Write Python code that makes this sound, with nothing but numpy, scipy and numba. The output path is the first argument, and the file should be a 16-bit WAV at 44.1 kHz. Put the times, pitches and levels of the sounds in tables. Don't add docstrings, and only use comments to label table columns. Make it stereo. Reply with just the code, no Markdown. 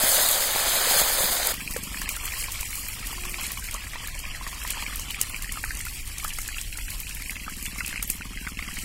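import sys
import numpy as np
from scipy import signal
from scipy.fft import rfft, irfft
from scipy.io import wavfile
from scipy.ndimage import uniform_filter1d, minimum_filter1d
from numba import njit

SR = 44100
rng = np.random.default_rng(int(sys.argv[2]) if len(sys.argv) > 2 else 0)


def natural_amplitude(level_db):
    exponent = np.asarray(level_db, float) / 20
    return 10 ** exponent


def store_wav(level_fs):
    pcm = np.round(np.clip(np.atleast_2d(level_fs), -1, 1) * 32767)
    wavfile.write(sys.argv[1], SR, pcm.T.astype(np.int16))


N = 389844

CUT_S = 1.524
USUAL_TOP_DB = -14.5
# (time [s], vigour [dB], extra fizz from wet leaves [dB])
BOIL_AFAR = [(1.52, -35, 5.6), (1.81, -36.5, 5.8), (2.4, -33, 8.4), (2.79, -36.5, 9.1), (3.37, -36.5, 6.3),
             (3.44, -32, 7.7), (3.52, -36, 6), (3.91, -37, 0.43), (5.07, -34, 0.46), (6.02, -40.5, 9.1),
             (6.39, -37, 6.2), (6.6, -39.5, 7.3), (7.64, -36.5, 1), (7.94, -36.5, 1.6), (8.39, -41.5, 0.44),
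             (8.84, -34.5, 0.38)]


@njit
def ring(start, lag, hz, cycles, left, right, glide, size):
    out = np.zeros((2, size + 16384))
    for g in range(len(start)):
        tau = min(cycles[g] * SR / hz[g] / 3, 1500.)
        step = np.exp(-1 / tau + 2j * np.pi * hz[g] / SR)
        turn = np.exp(2j * np.pi * hz[g] / SR * glide / (5 * tau))
        z = np.sqrt(8 / tau) + 0j
        for n in range(int(7 * tau) + 2):
            swell = n / (n + tau / 3)
            out[0, start[g] + lag[g] + n] += left[g] * swell * z.imag
            out[1, start[g] + n] += right[g] * swell * z.imag
            z *= step
            step *= turn
    return out[:, :size]


def grains(s, hz, cycles, left_db, right_db, lag, glide=0.11):
    each = 0 * s
    start = np.clip(s * SR, 0, N - 1).astype(np.int64)
    late = np.clip(np.round(lag + each), 0, 64).astype(np.int64)
    left, right = natural_amplitude(left_db + each), natural_amplitude(right_db + each)
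    return ring(start, late, np.clip(hz, 20, .4 * SR), cycles + each, left, right, glide, N)


def heard(ports, hz):
    f, left, right = np.transpose(ports)
    return np.interp(np.log(hz), np.log(f), left), np.interp(np.log(hz), np.log(f), right)


def walk(rate):
    hold = int(SR / rate)
    held = np.repeat(rng.standard_normal(N // hold + 1), hold)
    return 1.3 * uniform_filter1d(uniform_filter1d(held, hold), hold)[:N]


def sizzle(boil, ports, lag, spread, low_db, high_db, flicker_db, count, fizz_db, lean_db, drift_db):
    simmer_db, fade_db_per_s, simmer_top_hz = 1, -0.87, 1326
    t, vigour, wet = np.transpose(boil)
    lasts_s = t[-1] - t[0]
    u = rng.random((count, 4)).T
    s, hz = t[0] + lasts_s * u[0], 200 + 17200 * u[1]
    small = np.clip(np.log2(hz / 2800) / 2.03, 0, 1)

    swell = np.interp(s, t, vigour - vigour.mean()) + small * (fizz_db + np.interp(s, t, wet))
    at = (s * SR).astype(int).clip(0, N - 1)
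    swell = swell + 0.73 * walk(9)[at]
    swell = swell + flicker_db * (0.55 * (1 - small) * walk(60)[at] + small * walk(45)[at])
    swell = swell + (s > CUT_S) * (hz < simmer_top_hz) * (simmer_db + fade_db_per_s * (s - CUT_S))

    scatter = low_db + (high_db - low_db) * small
    size = np.minimum(-np.log(u[2] + 1e-9), 6) * scatter
    size = size - 10 * np.log10(1 / (1 - np.minimum(scatter * np.log(10) / 10, .9)))
    share = 10 * np.log10(17200 * SR * lasts_s / count)
    level = swell + size + share

    left, right = heard(ports, hz)
    lean = small * (lean_db + drift_db * (s - t[0])) / 2
    place = rng.standard_normal(count)
    cycles = 4.75 + 18.5 * u[3] ** 2
    return grains(s, hz, cycles, left + lean + level, right - lean + level, lag + spread * place)


def pops(events, lag, cycles, gain_db):
    s, db, hz, pan = np.transpose(events)
    u = rng.random((len(s), 5)).T
    turns = cycles * (0.41 + .5 * u[0])
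    db = db + gain_db + 10 * np.log10(turns * SR / hz)
    left, right = db + np.minimum(pan, 0), db - np.maximum(pan, 0)
    main = grains(s, hz, turns, left, right, lag, glide=0.017)
    tick = grains(s, 2.35 * hz, 5.4, left - 15, right - 15, lag)
    beside = grains(s + 0.0056 * u[1], hz * (1.1 + .5 * u[2]), turns, left - 9, right - 9, lag)
    hollow = grains(s, hz * (0.552 + 0.37 * u[2]), turns / 2, left - 12, right - 12, lag)
    shed_s = s + .006 + .012 * u[3]
    shed = grains(shed_s, hz * (0.792 + .5 * u[4]), turns, left - 10, right - 10, lag)
    return main + tick + hollow + beside + shed


def spits(events, ports, lag, gain_db, burst_s, tail_s, tail_db, count=160):
    lull_s = .009
    echo_s, echo_db = 0.0022, -1
    s, db, top_db, pan = (np.repeat(c, count) for c in np.transpose(events))
    u = rng.random((len(s), 4)).T
    late = u[0] < .7
    echoed = u[0] > .86
    after = -np.log(u[1] + 1e-9) * np.where(late, tail_s, burst_s)
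    after = after + late * lull_s * (.6 + u[3]) + echoed * echo_s

    hz = 1500 + 14500 * u[2]
    colour = np.max(heard(ports, hz), axis=0) - np.max(heard(ports, 9420.0))
    colour = colour + (top_db - USUAL_TOP_DB) * np.clip(np.log2(hz / 9500) / 0.36, 0, 1)
    colour = colour + 4.0 * ~late * np.clip(np.log2(hz / 9000), 0, 1)
    colour = colour - 20 * np.clip(np.log2(7400 / hz), 0, 1.2)
    db = db + gain_db + colour + tail_db * late + echo_db * echoed
    left, right = db + np.minimum(pan, 0), db - np.maximum(pan, 0)
    return grains(s + after, hz, 5.3, left, right, lag + 8 * (u[3] - .5))


def ticks(count, base_db):
    u = rng.random((count, 3)).T
    db = base_db + 4 * np.minimum(-np.log(u[1]), 2.5)
    return grains(CUT_S * u[0], 1500 + 8500 * u[2], 1.1, db - 22, db, 12)


def cancel(x, dips):
    f = np.arange(N // 2 + 1) * SR / N
    loss_db = sum(db * np.exp(-((f - hz) / width) ** 2) for hz, width, db in dips)
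    return irfft(rfft(x) * natural_amplitude(loss_db), N)


def sliding_cancel(x, dips):
    wander = .025
    place = np.clip(walk(40), -1, 1)
    out = 0
    for k in (-1, 0, 1):
        shifted = [(hz * (1 + k * wander), width, db) for hz, width, db in dips]
        out = out + np.clip(1 - abs(place - k), 0, 1) * cancel(x, shifted)
    return out


def near_pan():
    # (time [s], vigour [dB], extra fizz from wet leaves [dB])
    boil_close = [(0.0, -24.5, 8.5), (0.326, -24, 5), (0.372, -24.5, 4.5), (0.7, -23.5, 3), (1.022, -22, 5),
                  (1.026, -24.5, 5), (1.36, -27, 5), (1.4, -26.5, 1.5), (1.524, -24, 1.5)]
    # (frequency [Hz], left [dB per Hz], right [dB per Hz])
    ports_close = [(200, -83, -66), (328, -74.5, -80), (539, -59.5, -53.5), (910, -60, -57),
                   (1740, -69.5, -52.5), (2500, -62.5, -58.5), (3770, -148, -54.5), (6800, -131, -57),
                   (10800, -141, -56.5), (14900, -120, -58.5), (16800, -103, -65)]
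    # (frequency [Hz], width [Hz], level [dB])
    dips_close = [(2700, 200, -7), (5650, 400, -12), (11250, 400, -7), (14500, 250, -4)]
    # (time [s], peak [dB], frequency [Hz], left minus right [dB])
    pops_close = [
        (0.042, -15, 627, -18),
        (0.56, -9, 830, 3),
        (0.873, -15, 610, -5),
        (0.912, -8, 740, -6),
        (1.016, -7.5, 610, -15),
        (1.207, -9.5, 825, -20),
        (1.236, -13, 690, -16),
    ]
    # (time [s], peak [dB], frequency [Hz], left minus right [dB])
    knocks = [
        (0.037, -5.5, 269, -21),
        (0.751, -44, 393, -5),
        (0.961, -15, 154, -15),
        (1.102, -25, 248, -3),
        (1.203, -12.5, 121, -21),
        (1.24, -12, 190, -20),
        (1.301, -13, 366, -13),
        (1.358, -37, 396, -10.5),
    ]
    # (time [s], peak [dB], left minus right [dB])
    spits_close = [
        (0.0447, -7, -45),
        (0.068, -14, -47),
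        (0.1165, -6, -50),
        (0.2624, -3, -54),
        (0.287, -2, -52),
        (0.3028, -5, -44),
        (0.3114, -3, -54),
        (0.4252, -12, -57),
        (1.3628, -28, -39),
        (1.47, -4.5, -62),
    ]
    x = sizzle(boil_close, ports_close, lag=12.9, spread=1.5, low_db=2.0, high_db=2.0, flicker_db=1.5,
               count=45000, fizz_db=-6.0, lean_db=-5.5, drift_db=-0.5)
    x = x + pops(pops_close, 8.8, 4.4, -11.0) + pops(knocks, 17, 2.6, -17.5)
    with_treble = np.insert(spits_close, 2, USUAL_TOP_DB, axis=1)
    x = x + spits(with_treble, ports_close, 12, 1.5, .0006, .004, -16)
    x = x + ticks(count=220, base_db=-8)
    return np.array([x[0], sliding_cancel(x[1], dips_close)])


def wind():
    near_db, far_db, gusty_db = -41, -37, 0.5
    # (frequency [Hz], level [dB per Hz])
    rumble = [(7.1, -27), (12, 2.5), (45, 2), (155, -17), (212, -23), (303, -22.5), (421, -37.5),
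              (500, -35), (650, -49), (1100, -120)]
    f = np.maximum(np.arange(N // 2 + 1) * SR / N, 1)
    hz, db = np.transpose(rumble)
    colour = natural_amplitude(np.interp(np.log(f), np.log(hz), db, left=-60, right=-80))
    shared, left, right = (irfft(rfft(rng.standard_normal(N)) * colour, N) for _ in range(3))
    x = np.array([np.roll(shared, 18) + 0.39 * left, shared + 0.091 * right])
    gust = np.where(np.arange(N) < CUT_S * SR, near_db, far_db) + gusty_db * walk(2.71)
    return x / x.std() * natural_amplitude(gust + 0.2 * walk(8.8))


def placed(events, pan_db, drift_db, spread_db):
    rows = np.array(events)
    pan = pan_db + drift_db * (rows[:, 0] - CUT_S) + spread_db * rng.standard_normal(len(rows))
    return np.column_stack([rows, pan])


def small_pops(count):
    u, g = rng.random((count, 2)).T, rng.standard_normal((count, 2)).T
    s = CUT_S + (N / SR - CUT_S) * u[0]
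    size = np.minimum(-np.log(u[1]), 2.5)
    return np.transpose([s, -34 + 3.35 * size, 2300 * 2 ** (0.278 * g[0]), 4.9 + 14.0 * g[1]])


def small_spits(count):
    u = rng.random((count, 2)).T
    s = CUT_S + (N / SR - CUT_S) * u[0]
    t, vigour, _ = np.transpose(BOIL_AFAR)
    size = 5 * np.minimum(-np.log(u[1]), 2)
    lively = np.interp(s, t, vigour - vigour.mean())
    return np.transpose([s, -36 + size + lively, USUAL_TOP_DB + 0 * s])


def thump():
    db = np.array([-2.0, -10.0])
    return grains(np.array([1.762, 1.764]), np.array([500., 560.]), 8.2, db, db, 10, glide=0.)


def far_pan():
    mid_db, top_db, drift_db_per_s = 9.5, 1.5, 1.47
    # (frequency [Hz], left [dB per Hz], right [dB per Hz])
    ports_afar = [(200, -103, -105), (434, -82.5, -82), (780, -82, -79.5), (1100, -63.5, -66.5),
                  (1800, -67.5, -72.5), (2500, -70.5, -71), (3660, -72.5, -70), (5500, -74, -82.5),
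                  (8070, -72.5, -78), (9700, -77.5, -95), (10540, -73.5, -86.5), (15000, -86, -85)]
    # (frequency [Hz], width [Hz], level [dB])
    dips_afar = [(1500, 150, -5), (3650, 300, -4), (6350, 300, -4)]
    # (time [s], peak [dB], frequency [Hz])
    leaf_pops = [(1.606, -24.5, 2370), (1.676, -24.5, 2490), (1.7429, -31, 1900), (1.7638, -24, 1830),
                 (1.8112, -33, 2340), (1.944, -24.5, 1750), (1.9723, -26, 2444), (2.0168, -28, 1720),
                 (2.058, -28, 2580), (2.0904, -22.5, 2380), (2.2118, -36, 2430), (2.2283, -30, 2500),
                 (2.2776, -26, 2380), (2.3214, -27, 2380), (2.336, -25.5, 1900), (2.4409, -26, 2300),
                 (2.5555, -26.5, 2300), (2.591, -34, 2250), (2.6297, -28, 2400), (2.7287, -26, 2200),
                 (2.8644, -30, 1860), (2.8867, -28, 2370), (2.931, -29.5, 2230), (3.1282, -28.5, 1930),
                 (3.2355, -25, 2430), (3.3428, -19.5, 2350), (3.382, -35, 2510), (3.4001, -35, 2110),
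                 (3.414, -26, 2480), (3.4555, -28, 2380), (3.5064, -31, 1850), (3.5732, -27, 2270),
                 (3.686, -27, 2250), (3.7219, -36, 2408), (3.8371, -34, 2350), (3.8685, -31, 1950),
                 (3.9343, -30, 1950), (3.9559, -30, 1880), (4.0992, -35, 2280), (4.1447, -28, 2270),
                 (4.2385, -31, 2380), (4.252, -25.5, 2400), (4.3475, -26.5, 1920), (4.4657, -27.5, 1820),
                 (4.4846, -33, 2900), (4.6176, -29, 2800), (4.6498, -24, 1828), (4.6982, -26, 3220),
                 (4.7066, -27, 2420), (4.7346, -30, 2320), (4.8069, -33, 2370), (4.8243, -24.5, 2240),
                 (4.8633, -24.5, 2280), (5.1048, -24, 2960), (5.1452, -21.5, 2330), (5.2125, -23.5, 2880),
                 (5.3443, -21, 2370), (5.3627, -26, 2380), (5.423, -32, 2770), (5.444, -27.5, 1770)]
    # (time [s], peak [dB], frequency [Hz])
    later_pops = [(5.476, -33, 1930), (5.4927, -28, 1910), (5.6379, -30, 2320), (5.639, -23.5, 1900),
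                  (5.706, -23.5, 1870), (5.805, -24, 2030), (5.8624, -28.5, 2560), (5.884, -28, 2520),
                  (5.9753, -37, 2600), (6.199, -29, 2210), (6.3045, -25.5, 2820), (6.3338, -34, 2760),
                  (6.3872, -26, 2090), (6.488, -29.5, 1730), (6.5269, -35, 3120), (6.544, -26, 2710),
                  (6.566, -37, 2530), (6.583, -19.5, 2680), (6.7267, -24.5, 2580), (6.787, -28, 2010),
                  (6.881, -27.5, 2610), (6.9173, -30, 2170), (7.055, -38, 2740), (7.0682, -27, 2510),
                  (7.11, -31.5, 2570), (7.221, -26, 2170), (7.26, -28, 2410), (7.2952, -23, 2130),
                  (7.356, -27, 2640), (7.366, -24, 2110), (7.399, -31, 2560), (7.537, -34, 2660),
                  (7.6544, -27.5, 2190), (7.6622, -22, 2790), (7.7605, -37, 2100), (7.785, -26, 2150),
                  (7.805, -22, 2030), (7.8469, -24.5, 2590), (7.872, -26.5, 2560), (7.8903, -27, 2580),
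                  (7.9274, -27, 2090), (7.9585, -19.5, 2120), (7.9771, -22.5, 2530), (7.997, -25.5, 2140),
                  (8.0268, -31, 2160), (8.099, -26.5, 2500), (8.181, -35, 2890), (8.22, -29, 2560),
                  (8.252, -35, 2120), (8.333, -37, 2530), (8.373, -26, 2000), (8.412, -29, 2770),
                  (8.449, -34, 2270), (8.468, -23.5, 2060), (8.571, -26.5, 2640), (8.5902, -21.5, 2140),
                  (8.625, -23, 2140), (8.6782, -26.5, 2040), (8.7189, -31, 2730), (8.7709, -24.5, 2160)]
    # (time [s], peak [dB], frequency [Hz])
    deep_pops = [(1.945, -31, 1330), (2.015, -32, 1080), (2.168, -29.5, 1370), (2.21, -38, 1075),
                 (2.234, -31, 1100), (2.483, -32, 1050), (2.628, -33, 965), (3.095, -38, 910),
                 (3.129, -34, 950), (3.18, -33, 1050), (3.253, -31, 1080), (3.383, -31.5, 1060),
                 (3.504, -35, 1100), (3.573, -33.5, 1100), (3.747, -27.5, 1100), (3.868, -41, 1050),
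                 (3.933, -40, 1130), (3.956, -31.5, 960), (4.411, -33.5, 1040), (4.445, -39, 1113),
                 (4.466, -30, 1120), (4.527, -34, 1060), (4.648, -32, 1000), (4.706, -39, 1080),
                 (4.771, -31, 920), (4.826, -33, 937), (4.993, -35, 1060), (5.082, -40, 1110),
                 (5.3, -37, 1060), (5.336, -35, 1050), (5.516, -39, 1150), (5.557, -32, 1370),
                 (5.572, -25, 1240), (5.639, -21.5, 1550), (5.707, -24, 1590), (5.867, -28, 1410),
                 (5.913, -39, 1130), (6.229, -35, 1090), (6.247, -20.5, 1250), (6.326, -39, 1140),
                 (6.386, -28, 1320), (6.487, -30, 1610), (6.565, -35, 1340), (6.755, -36, 1450),
                 (6.785, -31.5, 1450), (6.882, -30.5, 1630), (7.464, -33, 1520), (7.479, -24.5, 1265),
                 (7.759, -34, 1150), (7.808, -24, 1430), (7.928, -25, 1630), (8.026, -33, 1320),
                 (8.209, -28, 1460), (8.253, -36, 1150), (8.332, -40, 1300), (8.449, -35.5, 1540),
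                 (8.473, -23, 1500), (8.593, -31.5, 1140), (8.686, -31, 1150), (8.772, -40, 1150)]
    # (time [s], peak [dB], frequency [Hz], left minus right [dB])
    clacks = [
        (1.7635, -18, 1800, 19),
        (5.105, -31, 2980, -1),
        (8.57, -35, 2130, 1.0),
    ]
    # (time [s], peak [dB], treble share [dB])
    spits_afar = [(1.5393, -22, -7), (1.7092, -19.5, -10.5), (1.7369, -23, -13), (1.7662, -19.5, -9),
                  (1.8356, -20.5, -11), (2.0154, -17.5, -15), (2.0901, -14.5, -13), (2.1644, -20.5, -7),
                  (2.2378, -25, -9), (2.2536, -18, -8), (2.4165, -23, -10), (2.438, -20, -16),
                  (2.5192, -19, -9), (2.6085, -16, -14), (2.6545, -18.5, -19), (2.7052, -22, -10),
                  (2.754, -20.5, -8), (2.8846, -20.5, -3), (3.0695, -20.5, -7), (3.2215, -24, -15),
                  (3.252, -20.5, -16), (3.294, -29, -5), (3.4101, -18.5, -15), (3.4655, -17, -14),
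                  (3.5169, -17, -7.5), (3.5745, -22, -14), (3.5954, -24, -16), (3.64, -19, -14),
                  (3.7105, -20.5, -10), (3.7416, -18, -15.5), (4.073, -21.5, -10), (4.1494, -24, -16),
                  (4.1903, -22, -17), (4.4753, -19.5, -19), (4.635, -21.5, -11), (4.675, -22, -10),
                  (4.7046, -10, -18), (4.8179, -29, -18), (4.957, -17.5, -11), (4.995, -13, -17)]
    # (time [s], peak [dB], treble share [dB])
    lift_spits = [(5.1073, -20, -11), (5.204, -23, -15), (5.213, -6.5, -15.5), (5.296, -21, -10),
                  (5.3635, -28, -7), (5.4217, -16, -15), (5.521, -14, -18), (5.629, -23, -13),
                  (5.648, -20, -15), (5.7157, -24, -12), (5.7504, -20.5, -19), (5.77, -19, -20),
                  (5.7911, -24, -14), (5.8113, -18, -23), (5.852, -20, -12), (6.074, -23.5, -16),
                  (6.1826, -17, -19), (6.2433, -19.5, -9), (6.2784, -17, -13), (6.3347, -19.5, -17),
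                  (6.385, -18, -15), (6.4157, -17, -14), (6.477, -14.5, -17), (6.613, -18, -20),
                  (6.7728, -20.5, -17), (6.903, -23, -7), (6.9809, -31, -7), (7.0014, -22.5, -2),
                  (7.093, -23, -16), (7.1476, -28, -1), (7.1975, -35, -12), (7.221, -23, -15),
                  (7.286, -25, -13), (7.3063, -18, -11), (7.4964, -26, -11), (7.5656, -25, -12),
                  (7.626, -21, -6), (7.656, -16, -14), (7.7467, -29, -15), (7.7806, -21, -16),
                  (7.8608, -15.5, -17), (7.8783, -17.5, -13), (8.0259, -12.5, -10), (8.075, -20.5, -4),
                  (8.0998, -9.5, -8.5), (8.424, -27, -14), (8.4835, -27.5, -12), (8.718, -37, -15),
                  (8.739, -20.5, -14.5), (8.786, -20, -15)]
    x = sizzle(BOIL_AFAR, ports_afar, lag=15.3, spread=3.5, low_db=2.5, high_db=1.0, flicker_db=2.5,
               count=90000, fizz_db=-1.5, lean_db=-7.5, drift_db=drift_db_per_s)
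    x = cancel(x, dips_afar)
    x = x + pops(placed(np.vstack([leaf_pops, later_pops]), mid_db, 0, 21.0), 19.0, 16.3, 0.16)
    x = x + pops(placed(deep_pops, mid_db, 0.9, 26.0), 9.8, 14.0, 0.39) + thump()
    x = x + pops(clacks, 23.0, 1.6, 0.5) + pops(small_pops(count=300), 20.3, 26.4, -9.0)
    strong = placed(np.vstack([spits_afar, lift_spits]), top_db, drift_db_per_s, 3.2)
    x = x + spits(strong, ports_afar, 17, 2.46, 0.0006, 0.011, -8.0, count=180)
    faint = placed(small_spits(count=250), top_db, drift_db_per_s, 1.2)
    return x + spits(faint, ports_afar, 13, 1.13, 0.0011, 0.0066, 5.0, count=50)


def motorbike():
    rev_hz, idle_hz, rev_ends_s = 23.8, 19.02, 2.3
    hunt_s, hunt_length_s, hunt_hz = 4.2, 2.05, .55
    # (time [s], level [dB])
    cover = [(1.52, -44.5), (2.06, -44.5), (2.2, -77), (3.0, -50.5), (3.45, -48.5), (3.7, -55),
             (5.5, -50.5), (6.6, -65), (7.5, -45.5), (8.84, -44)]
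    # (frequency [Hz], level [dB], ringing [cycles])
    exhaust = [(119, -22, 3.3), (196.4, 6, 3.17), (251, -1, 6), (357, -10.5, 12)]
    t, db = np.transpose(cover)
    now = np.arange(int(CUT_S * SR), N) / SR
    idle = idle_hz * now + .85 + hunt_hz * np.clip(now - hunt_s, 0, hunt_length_s)
    turns = np.where(now < rev_ends_s, rev_hz * now + .45, idle)
    s = now[1:][np.diff(np.floor(turns)) > 0]
    uneven = rng.standard_normal((len(s), 2)).T
    s = s + .0003 * uneven[0]
    level = np.interp(s, t, db) + 1.0 * uneven[1] + 27.0
    return sum(grains(s, hz + 0 * s, cycles, level + mode_db, level + mode_db, 3.3, glide=-0.014)
               for hz, mode_db, cycles in exhaust)


def horn():
    start_s, length_s, edge_s = 3.12, 0.28, 0.017
    now = np.arange(N) / SR
    phase = 2 * np.pi * np.cumsum(358 * (1 + .006 * walk(26.0))) / SR
    blow = np.clip(np.minimum(now - start_s, start_s + length_s - now) / edge_s, 0, 1)
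    level = np.sqrt(2) * natural_amplitude(-53 + 2.0 * walk(30.1))
    octave = natural_amplitude(-9.5 + 4 * walk(31.3)) * np.sin(2 * phase)
    return level * blow * (np.sin(phase) + octave)


def drop_weak_bands(x):
    patchy_db, open_crest, loud_db = 4.5, 6.5, -4
    # (frequency [Hz], threshold [dB])
    thresholds = [(900, -20), (1500, -8), (2500, -9), (3600, 0), (5000, -2.5), (6300, -2.5), (8000, -6),
                  (11000, -5), (13000, -3.5), (15500, 2)]
    window = np.sin(np.pi * (np.arange(2048) + .5) / 2048)
    f, t, z = signal.stft(x, SR, window, 2048, 1024)

    def pair(bands):
        both = np.array([bands[0] + bands[1], bands[0] - bands[1]]) / np.sqrt(2)
        return np.where(t > CUT_S, both, bands)

    def wide(p):
        return uniform_filter1d(uniform_filter1d(p, 120, axis=1), 3, axis=2) + 1e-18

    z = pair(z)
    power = abs(z) ** 2
    patch = np.repeat(rng.standard_normal((len(f) // 12 + 1, len(t))), 12, axis=0)[:len(f)]
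    patch = sum(np.roll(patch, k, axis=1) for k in range(3)) / np.sqrt(3)
    hz, db = np.transpose(thresholds)
    bar = np.interp(f, hz, db, left=-60)[:, None] + patchy_db * patch
    bar = np.array([bar, bar + loud_db * (t < CUT_S)])

    edge = abs(np.diff(x, axis=1)).sum(axis=0)
    crest = -minimum_filter1d(-edge, 1400) / np.sqrt(uniform_filter1d(edge ** 2, 2048) + 1e-18)
    crack = crest[np.minimum(t * SR, N - 2).astype(int)] > open_crest
    kept = (power > wide(power) * natural_amplitude(2 * bar)) | crack
    makeup = np.minimum(wide(power) / wide(power * kept), 2)
    return signal.istft(pair(z * kept * np.sqrt(makeup)), SR, window, 2048, 1024)[1][:, :N]


def scene():
    before = np.clip((CUT_S - np.arange(N) / SR) / .003, 0, 1)
    return before * near_pan() + wind() + far_pan() + motorbike() + horn()


def top_cut(x):
    return signal.sosfilt(signal.butter(12, 16860, fs=SR, output="sos"), x)


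def record(dry):
    low_pass = signal.ellip(10, .3, 60, 15750, fs=SR, output="sos")
    x = signal.sosfilt(low_pass, np.clip(dry, -1, 1))
    return top_cut(drop_weak_bands(x))


dry = scene()
out = record(dry)
store_wav(out)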